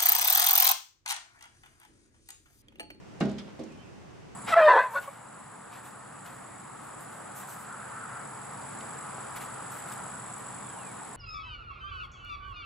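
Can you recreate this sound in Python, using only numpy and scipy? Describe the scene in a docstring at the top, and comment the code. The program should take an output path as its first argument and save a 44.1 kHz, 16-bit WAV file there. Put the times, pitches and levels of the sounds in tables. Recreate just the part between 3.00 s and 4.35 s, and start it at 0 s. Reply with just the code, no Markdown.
"""Bird against a window

Heard from inside a quiet room, a bird's body thumps the pane, which rings low.
Wing tips tick and claws clack on the glass, a wing brushes the frame, then comes a softer knock.
The room answers each blow over a low steady background; faint peeps come from outside."""
import sys
import numpy as np
from scipy import signal
from scipy.fft import rfft, irfft, next_fast_len
from scipy.io import wavfile
from scipy.ndimage import map_coordinates

SR = 44100
rng = np.random.default_rng(int(sys.argv[2]) if len(sys.argv) > 2 else 0)


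def digitize_waveform(pressure):
    """Quantize a signal to 16-bit integers and store it at the path in sys.argv[1].

    Rows of a 2-D input are taken as channels; values are limited to [-1, 1].
    """
    field = np.atleast_2d(pressure).T
    bounded = np.clip(field, -1, 1)
    quanta = np.round(bounded * 32767).astype(np.int16)
    wavfile.write(sys.argv[1], SR, quanta)


N = 59535
TIME_S = np.arange(N) / SR


def amp(db):
    """Decibels to gain."""
    return 10 ** (np.asarray(db) / 20)


def along(points, hz):
    """Read a curve of (hz, value) points on a log frequency axis."""
    point_hz, values = np.transpose(points)
    return np.interp(np.log(hz + 1), np.log(np.sort(point_hz) + 1), values)


def since(start_s):
    """Seconds since start_s, zero before it."""
    return np.maximum(TIME_S - start_s, 0)


def fade(t, t60_s):
    """Exponential decay by 60 dB in t60_s."""
    return np.exp(-np.log(1000) * t / t60_s)


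def pan(x, right_db):
    """Make the right channel right_db louder than the left."""
    return x * amp(np.array([[-right_db], [right_db]]) / 2)


def noise(spectrum, correlation):
    """Coloured stereo noise of rms 1 that rolls off beyond the ends of its spectrum."""
    hz = np.fft.rfftfreq(N, 1 / SR)
    width = np.arccos(np.clip(along(correlation, hz), -.99, .99)) / 2
    skirts = (np.minimum(hz / spectrum[0][0], 1) / np.maximum(hz / spectrum[-1][0], 1)) ** 4
    colour = amp(along(spectrum, hz)) * skirts
    white = rfft(rng.standard_normal((2, N)))
    mid, side = irfft(white * colour * [np.cos(width), np.sin(width)], N)
    pair = np.array([mid + side, mid - side])
    return pair / pair.std()


def decay_bands(x, start_s, t60_at):
    """From start_s on, each frequency of x fades at its own speed."""
    hz, frame_s, bands = signal.stft(x, SR, nperseg=128)
    decay = fade(np.maximum(frame_s - start_s, 0), t60_at(hz)[:, None])
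    return signal.istft(bands * decay, SR, nperseg=128)[1][:, :N]


# Stereo image of the hits: freq_hz, left_right_correlation
HIT_CORRELATION = [(70, 0.4), (150, 1), (300, 0.77), (600, 0.84), (1500, 0.57), (5000, 0.21), (12000, 0.44)]
# Reverb time of the room: freq_hz, t60_s
ROOM_DECAY = [(150, 1), (500, 0.53), (1500, 0.5), (4000, 0.64), (8000, 0.16), (14000, 0.11)]
DAMPING_HZ = 7840  # here a contact dies twice as fast as in the bass


def burst(start_s, spectrum, attack_s, t60_s, room_db):
    """A contact's dense vibration, which darkens as it dies, and the room's answer."""
    direct = decay_bands(noise(spectrum, HIT_CORRELATION), start_s,
                         lambda hz: t60_s / (1 + (hz / DAMPING_HZ) ** 2))
    tail = decay_bands(noise(spectrum, HIT_CORRELATION), start_s, lambda hz: along(ROOM_DECAY, hz))
    attack = 1 - np.exp(-since(start_s) / attack_s)
    return attack * (direct + amp(room_db) * tail)


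def ring(start_s, modes, waver_rad):
    """Modes that swell and decay; their phases waver and differ a little between the ears."""
    t, out = since(start_s), np.zeros((2, N))
    for hz, db, t60_s, rise_s in modes:
        drift = map_coordinates(rng.standard_normal(64), [t * 25], mode="wrap")  # 25 points a second
        spread = np.arccos(np.clip(along(HIT_CORRELATION, hz), -1, 1)) / 2 * rng.choice([-1, 1])
        phase = 2 * np.pi * (hz * t + rng.random()) + waver_rad * drift
        envelope = (1 - np.exp(-(t / rise_s) ** 2)) * fade(t, t60_s)
        out += amp(db) * envelope * np.sin([phase + spread, phase - spread])
    return out


# Bass-heavy colour of the room tone: freq_hz, gain_db
ROOM_TONE_EQ = [(25, -18), (45, -15.5), (75, -5.5), (110, -3), (178, -2), (215, -6), (331, -5.5),
                (420, -8.5), (614, -13), (804, -14), (1240, -18.5), (2900, -25), (3930, -31.5),
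                (5900, -30.5), (8500, -37), (10200, -43.5), (12000, -52), (15500, -54)]
# Its near-flat fader ride: time_s, level_db
ROOM_TONE_RIDE = [(0, -49), (.15, -47.5), (.9, -48.5), (1.35, -48.5)]
# Its wide stereo image: freq_hz, left_right_correlation
ROOM_TONE_CORRELATION = [(40, -0.18), (80, -0.4), (150, -0.21), (400, -0.32), (1000, 0.032), (3000, 0.14),
                         (10000, 0.016)]


def room_tone():
    """The low steady rush of the room."""
    level_db = np.interp(TIME_S, *np.transpose(ROOM_TONE_RIDE))
    return pan(amp(level_db) * noise(ROOM_TONE_EQ, ROOM_TONE_CORRELATION), right_db=0.54)


# Wing tips touching the glass: start_s, level_db
TICKS = [(0.203, -42.5), (0.2346, -53), (0.2544, -50.5), (0.2937, -51), (.3135, -51.5), (.3866, -48),
         (0.595, -54.5), (.6368, -50.5), (0.7213, -56.5)]
# Bright, thin colour of a tick: freq_hz, gain_db
TICK_EQ = [(1500, -16), (3500, -1), (6300, 4.5), (9500, 0), (12000, -17), (15500, -12)]


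def wing_ticks():
    """Wing tips flick the glass in light, short ticks, a little to the left."""
    ticks = sum(amp(db) * burst(start_s, TICK_EQ, attack_s=0.00063, t60_s=0.061, room_db=-18.5)
                for start_s, db in TICKS)
    return pan(ticks, right_db=-3)


# Crisp slap of feathers: freq_hz, gain_db
SLAP_EQ = [(500, -11), (800, -3.5), (1500, -4), (2800, -11), (4500, -13.5), (7500, -20.5), (10000, -29),
           (12500, -46), (15500, -45)]
# Dull thump of the body: freq_hz, gain_db
THUMP_EQ = [(110, -14), (170, -2), (260, -3.5), (390, -0.5), (500, -17), (640, -0.5), (800, -13.5),
            (1100, -34.5), (1600, -48)]
# Low ring of the pane: pitch_hz, gain_db, t60_s, rise_s
PANE_LOW_MODES = [(69.2, -17, 0.66, 0.049), (138, -5.5, 0.39, 0.013), (169.7, 2.5, 0.13, 0.0038),
                  (203.2, -0.5, 0.65, 0.015), (237.5, -3.5, 0.53, 0.026), (282.2, -1, 0.31, 0.021),
                  (376, -7, .42, 0.012), (403.3, -12, 0.66, 0.015), (467.5, -11.5, 0.29, 0.0071),
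                  (530, -20, 0.84, 0.033), (573.3, -13.5, .32, 0.0046), (678, -11, 0.31, 0.0016),
                  (808.5, -15.5, 0.39, 0.0066)]
# Thin, glassy overtones: pitch_hz, level_db, t60_s, rise_s
PANE_HIGH_MODES = [(1065, -40.5, .2, .004), (1243, -41.5, .22, .004), (1440, -41, 0.29, .006),
                   (1572, -43, 0.24, .004), (2160, -37.5, 0.097, .003), (2825, -37, .11, .003),
                   (3740, -48, 0.18, .003)]


def body_strike(start_s):
    """Feathers slap the glass, the body thumps it and the pane rings on."""
    slap = amp(-29.5) * burst(start_s, SLAP_EQ, attack_s=0.0027, t60_s=0.09, room_db=-12)
    thump = amp(-28.5) * burst(start_s, THUMP_EQ, attack_s=0.0018, t60_s=0.24, room_db=-3)
    low_ring = amp(-23.5) * ring(start_s, PANE_LOW_MODES, waver_rad=0.43)
    high_ring = ring(start_s, PANE_HIGH_MODES, waver_rad=0.42)
    return pan(slap, right_db=2.5) + pan(thump + low_ring + high_ring, right_db=1.2)


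# A faint rustle, then claws hitting the glass: start_s, level_db
CLACKS = [(0.297, -52), (0.3826, -41.5), (.3955, -46)]
# Hard upper-mid colour of a clack: freq_hz, gain_db
CLACK_EQ = [(700, -9), (1800, -4.5), (2480, -4.5), (2850, -6.5), (3250, 2), (3800, -1), (4400, -9),
            (5050, -1.5), (5900, -10), (8000, -22), (15000, -41)]


def claw_clacks():
    """A faint rustle, then hard claws clack on the pane as the bird flutters against it."""
    clacks = sum(amp(db) * burst(start_s, CLACK_EQ, attack_s=0.0007, t60_s=0.12, room_db=-16.5)
                 for start_s, db in CLACKS)
    return pan(clacks, right_db=1)


# A wing meeting the frame: start_s, level_db
BRUSHES = [(0.471, -48.5)]
# Dark colour of the brush: freq_hz, gain_db
BRUSH_EQ = [(300, 11), (1100, 2.5), (2000, -6), (4000, -11.5), (9000, -39)]


def wing_brush():
    """A wing brushes the frame with a soft-edged puff of noise."""
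    return sum(amp(db) * burst(start_s, BRUSH_EQ, attack_s=0.0043, t60_s=0.35, room_db=-16)
               for start_s, db in BRUSHES)


# Muffled thud of the knock: freq_hz, gain_db
KNOCK_EQ = [(110, -11), (200, -0.5), (340, -3.5), (450, -6.5), (680, -12), (1000, -22.5), (1600, -25.5),
            (4000, -30), (8000, -36)]
# Low-mid ring of the knocked pane: pitch_hz, gain_db, t60_s, rise_s
KNOCK_MODES = [(229, -3, 0.72, 0.02), (320.7, 3.5, 0.35, 0.0063), (385, -2.5, 0.4, 0.0028),
               (477, -18, .35, 0.0039), (537, -2.5, 0.33, 0.004), (614, -17, 0.29, 0.0021),
               (666, -3.5, 0.17, 0.0017), (787, -11, 0.12, 0.0012)]


def soft_knock(start_s):
    """A softer blow that leaves out the pane's deepest modes."""
    thud = amp(-43) * burst(start_s, KNOCK_EQ, attack_s=0.0005, t60_s=0.28, room_db=-0.5)
    pane = amp(-39) * ring(start_s, KNOCK_MODES, waver_rad=0.52)
    return pan(thud + pane, right_db=3)


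# Bird notes: centre_s, half_length_s, pitch_hz, glide_hz_per_s, warble_hz, level_db
PEEPS = [(.722, 0.049, 2520, -300, 202.5, -62.5), (0.807, 0.023, 3080, 899, 12, -59.5),
         (0.851, 0.06, 2535, -300, 192, -64.5)]


def peeps():
    """Faint gliding, warbling notes of a bird outside, off to the right."""
    notes = np.zeros(N)
    for centre_s, half_length_s, pitch_hz, glide_hz_per_s, warble_hz, db in PEEPS:
        t = TIME_S - centre_s
        wander = map_coordinates(rng.standard_normal(512), [TIME_S * 300], mode="wrap")
        hz = pitch_hz + glide_hz_per_s * t + warble_hz * wander
        swell = np.exp(-(t / half_length_s) ** 2)
        notes += amp(db) * swell * np.sin(2 * np.pi * np.cumsum(hz) / SR)
    return pan(notes, right_db=9)


def scene():
    """The stereo mix, as heard indoors."""
    return (room_tone() + wing_ticks() + body_strike(start_s=0.206) + claw_clacks() + wing_brush()
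            + soft_knock(start_s=0.592) + peeps())


def record(dry):
    """A brick-wall low-pass trims the very top of the mix."""
    cutoff_hz = 15800
    size = next_fast_len(N + SR // 2)
    passband = np.fft.rfftfreq(size, 1 / SR) < cutoff_hz
    return irfft(rfft(dry, size) * passband, size)[:, :N]


dry = scene()
out = record(dry)
digitize_waveform(out)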